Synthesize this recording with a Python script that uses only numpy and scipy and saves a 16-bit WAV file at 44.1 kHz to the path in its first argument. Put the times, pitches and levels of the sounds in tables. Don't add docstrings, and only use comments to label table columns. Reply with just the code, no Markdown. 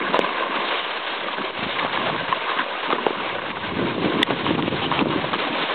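import sys
import numpy as np
from scipy import signal
from scipy.fft import rfft, irfft, next_fast_len
from scipy.io import wavfile

SR = 44100
rng = np.random.default_rng(int(sys.argv[2]) if len(sys.argv) > 2 else 0)


def undo_db(level):
    steps = np.asarray(level, float) / 20
    return 10 ** steps


def to_wav(s):
    ch = np.atleast_2d(s).T
    pcm = np.round(np.clip(ch, -1, 1) * 32767)
    wavfile.write(sys.argv[1], SR, pcm.astype(np.int16))


N = 253134

# time_s, pressure_db, roughness_db
TRACK = [(0.0, -33.5, 6.5), (.43, -31.5, 4.5), (.72, -25.5, -3.5), (.95, -30.5, -4.5), (1.2, -32.5, -1.5),
         (1.49, -31.5, -0.5), (1.61, -29.5, -3.5), (1.95, -30.5, 0.5), (2.4, -31.5, 2.5), (2.88, -32, 2),
         (3.32, -33.5, 4), (3.6, -35.5, 3), (3.95, -32, -0.5), (4.15, -29.5, 1), (4.6, -32.5, -4.5),
         (4.9, -30.5, -3.5), (5.3, -31.5, 0), (5.74, -28, -2.5)]
# pitch_hz, level_db (per Hz)
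HISS_COLOUR = [(170, -43.5), (260, -17.5), (360, -8), (820, -8.5), (1010, -5.5), (1340, -11), (1930, -11),
               (2960, -9.5), (3800, -12.5), (5400, -16)]
# pitch_hz, width_hz, level_db
FRAME_MODES = [(290, 67, -13), (384, 150, -5), (545.6, 117, 1.5), (740, 290, -5.5), (922, 51, 1.5),
               (1062, 125, 2.5), (1223, 110, -2), (1542, 160, -3), (2200, 200, -6), (2660, 440, -11.5),
               (2942, 26, -11.5)]
# time_s, level_db (of the deep roll)
AIRFLOW = [(0.0, -56.5), (.25, -61.5), (1.2, -62), (1.5, -56.5), (1.65, -40), (1.8, -48), (2.0, -41),
           (2.28, -44.5), (2.5, -62.5), (3.08, -60), (3.2, -46), (3.5, -42.5), (3.7, -30.5), (4.3, -39.5),
           (4.5, -31.5), (5.25, -32), (5.42, -48), (5.74, -49.5)]
# start_s, length_s, gain_db
WIND_BLASTS = [(0.0, .25, 11.5), (.27, .45, 6.5), (1.26, 0.05, 4.5), (1.37, 0.047, 11.5), (1.587, .09, 2.5),
               (1.8, 0.048, 6), (1.978, 0.18, 6), (2.558, 0.076, 11.5), (2.861, 0.24, 10), (3.12, 0.13, 7),
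               (3.771, .25, 8.5), (3.95, 0.062, 6), (4.162, .06, 0.5), (4.014, 0.23, 12.5),
               (4.282, 0.099, 8), (4.412, 0.12, 5), (4.57, 0.185, 7.5), (4.819, 0.13, 5),
               (4.984, 0.21, 11.5), (5.31, 0.11, 8), (5.45, 0.21, 6.5)]
# pitch_hz, level_db (per Hz)
BUFFET_COLOUR = [(71, -45.5), (120, -16), (156, 0), (330, 5), (585, -10.5), (664, -19.5), (900, -19),
                 (1170, -42), (1980, -120)]
# pitch_hz, level_db (per Hz)
ROLL_COLOUR = [(22, -30), (45, -19), (80, -12.5), (120, -8.5), (170, -9.5), (260, -28.5)]
# start_s, level_db, length_s, pitch_hz
CRUST_SCUFFS = [(0.125, 6, 0.055, 550), (0.158, -5.5, 0.054, 600), (0.207, -7.5, 0.013, 2450),
                (0.288, 0, .01, 600), (0.534, -2.5, .044, 1110), (1.413, -4, 0.013, 1240),
                (1.782, -3, .02, 1930), (1.785, -6, 0.11, 1020), (1.924, -7.5, 0.026, 900),
                (2.049, 1.5, 0.066, 746), (2.127, -6.5, 0.051, 1000), (2.469, -5, 0.061, 1000),
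                (2.585, -3, 0.041, 1500), (2.897, 0.5, 0.028, 800), (2.947, -8, 0.023, 700),
                (3.067, 0, 0.02, 650), (3.093, -7, 0.0063, 500), (4.042, -9.5, 0.025, 890),
                (4.214, -4, 0.017, 950), (4.295, 0, .033, 830), (4.453, -8.5, 0.011, 2640),
                (4.574, -4.5, .037, 935), (4.662, -11.5, 0.037, 2480), (4.811, -4.5, 0.054, 767),
                (4.909, -2.5, 0.13, 910), (5.097, -4.5, 0.046, 1000), (5.239, -7, 0.02, 605),
                (5.329, 2, 0.0082, 493), (5.33, 2, 0.025, 1070), (5.385, -9.5, 0.004, 2200)]
# peak_s, level_db, pitch_hz, decay_s (to -60 dB)
FRAME_KNOCKS = [(0.1425, -41.5, 985, .02), (0.145, -3.5, 990, 0.023), (.1922, 3.4, 540, .007),
                (1.285, -15.5, 1200, 0.022), (1.3865, -19.5, 620, 0.011), (1.4452, -19.5, 380, 0.077),
                (1.8284, -16, 920, 0.034), (1.8495, -6.5, 593, 0.0028), (1.9415, -21, 790, 0.0088),
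                (1.976, -6, 975, 0.009), (2.3274, -5, 1064, 0.037), (2.5913, -13, 1020, 0.065),
                (2.9053, -10.5, 1090, .023), (2.927, -6.5, 1203, 0.026), (2.9312, -5.5, 398, 0.011),
                (2.984, -16, 1000, 0.056), (3.0334, -16.5, 455, 0.011), (3.0662, -2, 450, .018),
                (3.0664, -8, 900, .012), (3.1064, -10, 410, 0.021), (3.5705, -25, 1046, .03),
                (3.7905, -12.5, 275, 0.026), (4.466, -8.5, 1064, 0.016), (4.5071, -10, 315, 0.045),
                (4.5908, -12, 290, 0.013), (4.6795, -8.5, 322, 0.021), (4.9161, -7, 1016, .02),
                (4.9245, -6.5, 1120, 0.011), (5.244, -13.5, 600, .026)]
# peak_s, level_db, lowest_pitch_hz, decay_s (to -60 dB)
GRIT_TICKS = [(.1915, -12, 1900, .008), (2.589, -12, 1800, .01), (2.9305, -12, 2000, .008),
              (3.0655, -14, 1800, .008), (4.508, -16, 1900, .01), (.2155, -15, 2200, .025),
              (.40, -17, 2050, .02), (1.791, -13, 1600, .02), (1.795, -13, 2200, .015),
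              (4.6253, -11, 1900, .008), (1.3845, -16, 900, .008), (3.5719, -17, 800, .01),
              (5.0582, -17, 600, .008), (4.2305, -14, 1940, .012)]
# start_s, length_s, level_db, pitch_hz
EDGE_SINGS = [
    (0.723, 0.14, -33, 2960),
    (4.467, 0.033, -31.5, 3060),
    (4.819, .05, -25.5, 2990),
    (4.93, 0.035, -29, 3100),
    (5.098, 0.045, -35.5, 2900),
]
# middle_s, depth_db, length_s
SLIDING_DIPS = [(1.363, 1, .03), (1.702, 3.5, 0.11), (2.364, 2.5, 0.095), (3.618, 3, .05),
                (1.525, 4.5, 0.034), (1.874, 13, 0.0093), (2.695, 4, 0.044), (3.137, 3, 0.043),
                (3.531, 5.5, 0.037), (3.983, 5, 0.089), (4.25, 6.5, 0.032), (4.567, 6.5, 0.012),
                (4.699, 5, 0.02), (5.067, 4.5, 0.077), (5.202, 0, 0.02), (5.377, 4.5, 0.018)]
# peak_s, level_db, pitch_hz
WIND_POPS = [(1.592, -22.5, 210), (1.628, -19.5, 196), (1.666, -17, 200), (2.086, -25, 300),
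             (2.109, -20, 240), (4.3072, -5, 560), (4.443, -15, 260), (4.457, -14, 280), (4.492, -11, 280),
             (4.511, -12, 300), (4.552, -10.5, 260), (4.615, -13.5, 300), (4.631, -11.5, 280),
             (4.642, -16, 280), (4.06, -6, 280), (4.17, -15, 260), (4.2, -14, 280), (5.162, -11, 260),
             (4.7264, -14, 300), (4.7436, -18, 300), (5.012, -20, 350), (5.023, -9.5, 280),
             (5.0269, -14, 260), (5.0583, -8.5, 397), (5.0697, -8.5, 330)]
# peak_s, level_db, pitch_hz, decay_s (to -60 dB)
STONE_CRACKS = [
    (4.2301, -5, 3480, .011),
    (4.2306, -9, 2800, .007),
    (4.2311, -6.5, 1940, .010),
    (4.9924, -7.5, 2650, .004),
]
# pitch_hz, level_db
BAND_EDGE_CURVE = [(3800, 0), (4000, -9), (4200, -10.5), (4400, -23.5), (4600, -48), (4800, -62),
                   (5100, -72)]


def rms_one(x):
    return x / np.sqrt(np.mean(x ** 2) + 1e-20)


def in_time(rows):
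    s, *columns = np.transpose(rows)
    return [np.interp(np.arange(N) / SR, s, column) for column in columns]


def high_pass(x, hz, order=2):
    return signal.sosfilt(signal.butter(order, hz, "high", fs=SR, output="sos"), x)


def drift(rate_hz):
    r = np.exp(-80 * np.pi * rate_hz / SR)
    noise = rng.standard_normal(N // 40 + 2002)
    slow = signal.lfilter([1], [1, -2 * r, r * r], noise)[2000:]
    return np.interp(np.arange(N) / 40, np.arange(len(slow)), rms_one(slow))


def resonate(x, hz, width_hz):
    r = np.exp(-np.pi * width_hz / SR)
    feedback = [1, -2 * r * np.cos(2 * np.pi * hz / SR), r * r]
    return signal.lfilter(np.array([1, 0, -1]) * (1 - r * r) / 2, feedback, x)


def banded_noise(colour, shared_db, patchy_db, patch_rate):
    hz, level_db = np.transpose(colour)
    edges = hz[0] * 2 ** np.arange(0, np.log2(hz[-1] / hz[0]) + 1 / 3, 1 / 3)
    white = rng.standard_normal((2, N))
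    out = 0
    for k, (low, high) in enumerate(zip(edges, edges[1:])):
        band = signal.sosfilt(signal.butter(2, [low, high], "band", fs=SR, output="sos"), white[k % 2])
        centre_db = np.interp(np.log(low * high) / 2, np.log(hz), level_db)
        out = out + band * undo_db(centre_db + shared_db + patchy_db * drift(patch_rate))
    return rms_one(out)


def grains(per_s, spread_db):
    sizes = undo_db(spread_db * np.minimum(rng.exponential(1, N), 4))
    signs = rng.choice([-1, 1], N)
    return sizes * signs * (rng.random(N) < per_s / SR) + 1e-18


def ringing_grains(clicks, pitches_hz, width_share):
    dealt = rng.integers(0, len(pitches_hz), N)
    out = np.zeros(N)
    for k, hz in enumerate(pitches_hz):
        out += resonate(clicks * (dealt == k) + 1e-18, hz, width_share * hz)
    return out


def ring(hz, decay_s, rise_s):
    t = np.arange(SR // 10) / SR
    swell_and_fade = (1 - np.exp(-t / rise_s)) * undo_db(-60 * t / max(decay_s, .004))
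    wave = np.sin(2 * np.pi * hz * t) * swell_and_fade
    return wave / np.abs(wave).max()


def add(track, s, wave):
    at = round(s * SR) - np.argmax(np.abs(wave))
    track[at:at + len(wave)] += wave[:N - at]


def runners(press_db, bumps):
    hiss = banded_noise(HISS_COLOUR, 2.0 * bumps, patchy_db=0.0, patch_rate=33)
    crystals = grains(600 * undo_db(9.1 * bumps), spread_db=5.6)
    crush = ringing_grains(crystals, np.geomspace(1300, 4100, 10), 1 / 16)
    return undo_db(press_db + 2.0) * (hiss + undo_db(-9.5) * rms_one(crush))


def frame(press_db, rough_db, bumps):
    jolts = grains(1500 * undo_db(2.0 * bumps), spread_db=2.7)
    shaken = np.zeros(N)
    for k, (hz, width_hz, level_db) in enumerate(FRAME_MODES):
        strength = undo_db(level_db + 2.5 * drift(19))
        shaken += (-1) ** k * strength * resonate(jolts, hz, width_hz)
    return undo_db(press_db + rough_db + 1.5) * rms_one(shaken)


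def blasts():
    t, edge_s = np.arange(N) / SR, 0.0044
    out = np.zeros(N)
    for s, length_s, gain_db in WIND_BLASTS:
        out += gain_db / 2 * (np.tanh((t - s) / edge_s) - np.tanh((t - s - length_s) / edge_s))
    return out


def wind(gust_db, held):
    wind_db = -40.4 + 0.36 * (gust_db - gust_db.mean()) + blasts()
    buffets_db = 2.4 * drift(28) + .8 * drift(7)
    near = banded_noise(BUFFET_COLOUR, buffets_db, patchy_db=2.5, patch_rate=100)
    eddies, dealt = grains(140, spread_db=2.5), rng.integers(0, 3, N)
    loose = np.zeros(N)
    for k, hz in enumerate((210, 280, 370)):
        puff = resonate(eddies * (dealt == k) + 1e-18, hz, 0.81 * hz)
        loose += resonate(puff, hz, 0.81 * hz)
    near = high_pass(held * undo_db(wind_db) * (near + undo_db(-5.0) * rms_one(loose)), 150, order=4)
    roll = banded_noise(ROLL_COLOUR, 0.6 * buffets_db, patchy_db=2.0, patch_rate=2.5)
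    return near + undo_db(gust_db + 2.0) * roll


def scuffs():
    out, coarse = np.zeros(N), rms_one(grains(2200, spread_db=2.54))
    for s, level_db, length_s, hz in CRUST_SCUFFS:
        at, size = round(s * SR), round(max(length_s, .008) * SR)
        burst = coarse[at:at + size] * signal.windows.tukey(size, .5)
        burst = np.pad(burst, (0, 600))
        near_mode = np.exp(-(np.log(hz / 1060) / 0.5) ** 2)
        crust = resonate(burst, hz, 0.32 * hz) + 0.18 * burst
        wood = 0.31 * near_mode * resonate(burst, 1200, 150)
        out[at:at + size + 600] += undo_db(level_db - 7.5) * (crust + wood)
    return out


def knocks():
    out = np.zeros(N)
    tick_fade = np.exp(-np.arange(400) / SR / 0.00071)
    for s, peak_db, hz, decay_s in FRAME_KNOCKS:
        upper = ring(1.7 * hz, .6 * decay_s, .0003) + .6 * ring(2.8 * hz, .45 * decay_s, .0004)
        upper_db = -5 - 3.5 * np.log2(hz / 500)
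        add(out, s, undo_db(peak_db - 2.5) * (ring(hz, decay_s, .0005) + undo_db(upper_db) * upper))
        tick = signal.lfilter([1, -.8], [1], rng.standard_normal(400)) * tick_fade
        add(out, s - .0008, undo_db(peak_db - 14) * tick)
    return out


def ticks():
    out = np.zeros(N)
    for s, peak_db, hz, decay_s in GRIT_TICKS:
        snap = 0
        for step, share in ((1, 1), (1.2, -.55), (1.4, .7), (1.6, -.7), (1.82, .85)):
            snap = snap + share * ring(min(step * hz, 3700), decay_s, .0006)
        add(out, s, undo_db(peak_db) * snap / np.abs(snap).max())
    return out


def sings():
    t, rub = np.arange(N) / SR, rng.standard_normal(N)
    out = np.zeros(N)
    for s, length_s, level_db, hz in EDGE_SINGS:
        swell = np.exp(-(2 * (t - s) / length_s - 1) ** 4)
        out += undo_db(level_db) * swell * rms_one(resonate(rub, hz, width_hz=200))
    return out


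def grip():
    t = np.arange(N) / SR
    dip_db = np.zeros(N)
    for s, depth_db, length_s in SLIDING_DIPS:
        dip_db += depth_db * np.exp(-(2 * (t - s) / length_s) ** 4)
    return undo_db(-dip_db)


def pops():
    out = np.zeros(N)
    for s, peak_db, hz in WIND_POPS:
        add(out, s, undo_db(peak_db) * ring(hz, 2.6 / hz, 0.2 / hz))
    return out


def cracks():
    out = np.zeros(N)
    for s, peak_db, hz, decay_s in STONE_CRACKS:
        add(out, s, undo_db(peak_db) * ring(hz, decay_s, .15 * decay_s))
    return out


def scene():
    press_db, rough_db = in_time(TRACK)
    gust_db, = in_time(AIRFLOW)
    bumps = 0.64 * drift(7.1) + 0.67 * drift(28)
    held = grip()
    sliding = held * (runners(press_db, bumps) + frame(press_db, rough_db, bumps))
    sledge = sliding + scuffs() + knocks() + ticks() + sings() + cracks()
    return (high_pass(sledge, 213) + wind(gust_db, held) + pops())[None]


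def roll_off(x):
    return signal.sosfilt(signal.butter(12, 16500, fs=SR, output="sos"), x)


def record(dry):
    x = high_pass(dry, 124)
    over_db = np.maximum(20 * np.log10(np.abs(x) + 1e-9) + 5, 0)
    slope_db = 178 * np.arange(N) / SR
    held_db = np.maximum.accumulate(over_db + slope_db, axis=1) - slope_db
    lag = np.exp(-1 / (0.0037 * SR))
    x = x * undo_db(-0.34 * signal.lfilter([1 - lag], [1, -lag], held_db))
    x = x + undo_db(-45) * signal.lfilter([.1], [1, -.9], rng.standard_normal(N))
    size = next_fast_len(N + 2048)
    hz = np.arange(size // 2 + 1) * SR / size
    band_db = np.interp(hz, *np.transpose(BAND_EDGE_CURVE))
    x = irfft(rfft(x, size) * undo_db(band_db), size)[:, :N]
    mix = np.clip(x, -.715, .715) - .0027
    return roll_off(mix)


dry = scene()
out = record(dry)
to_wav(out)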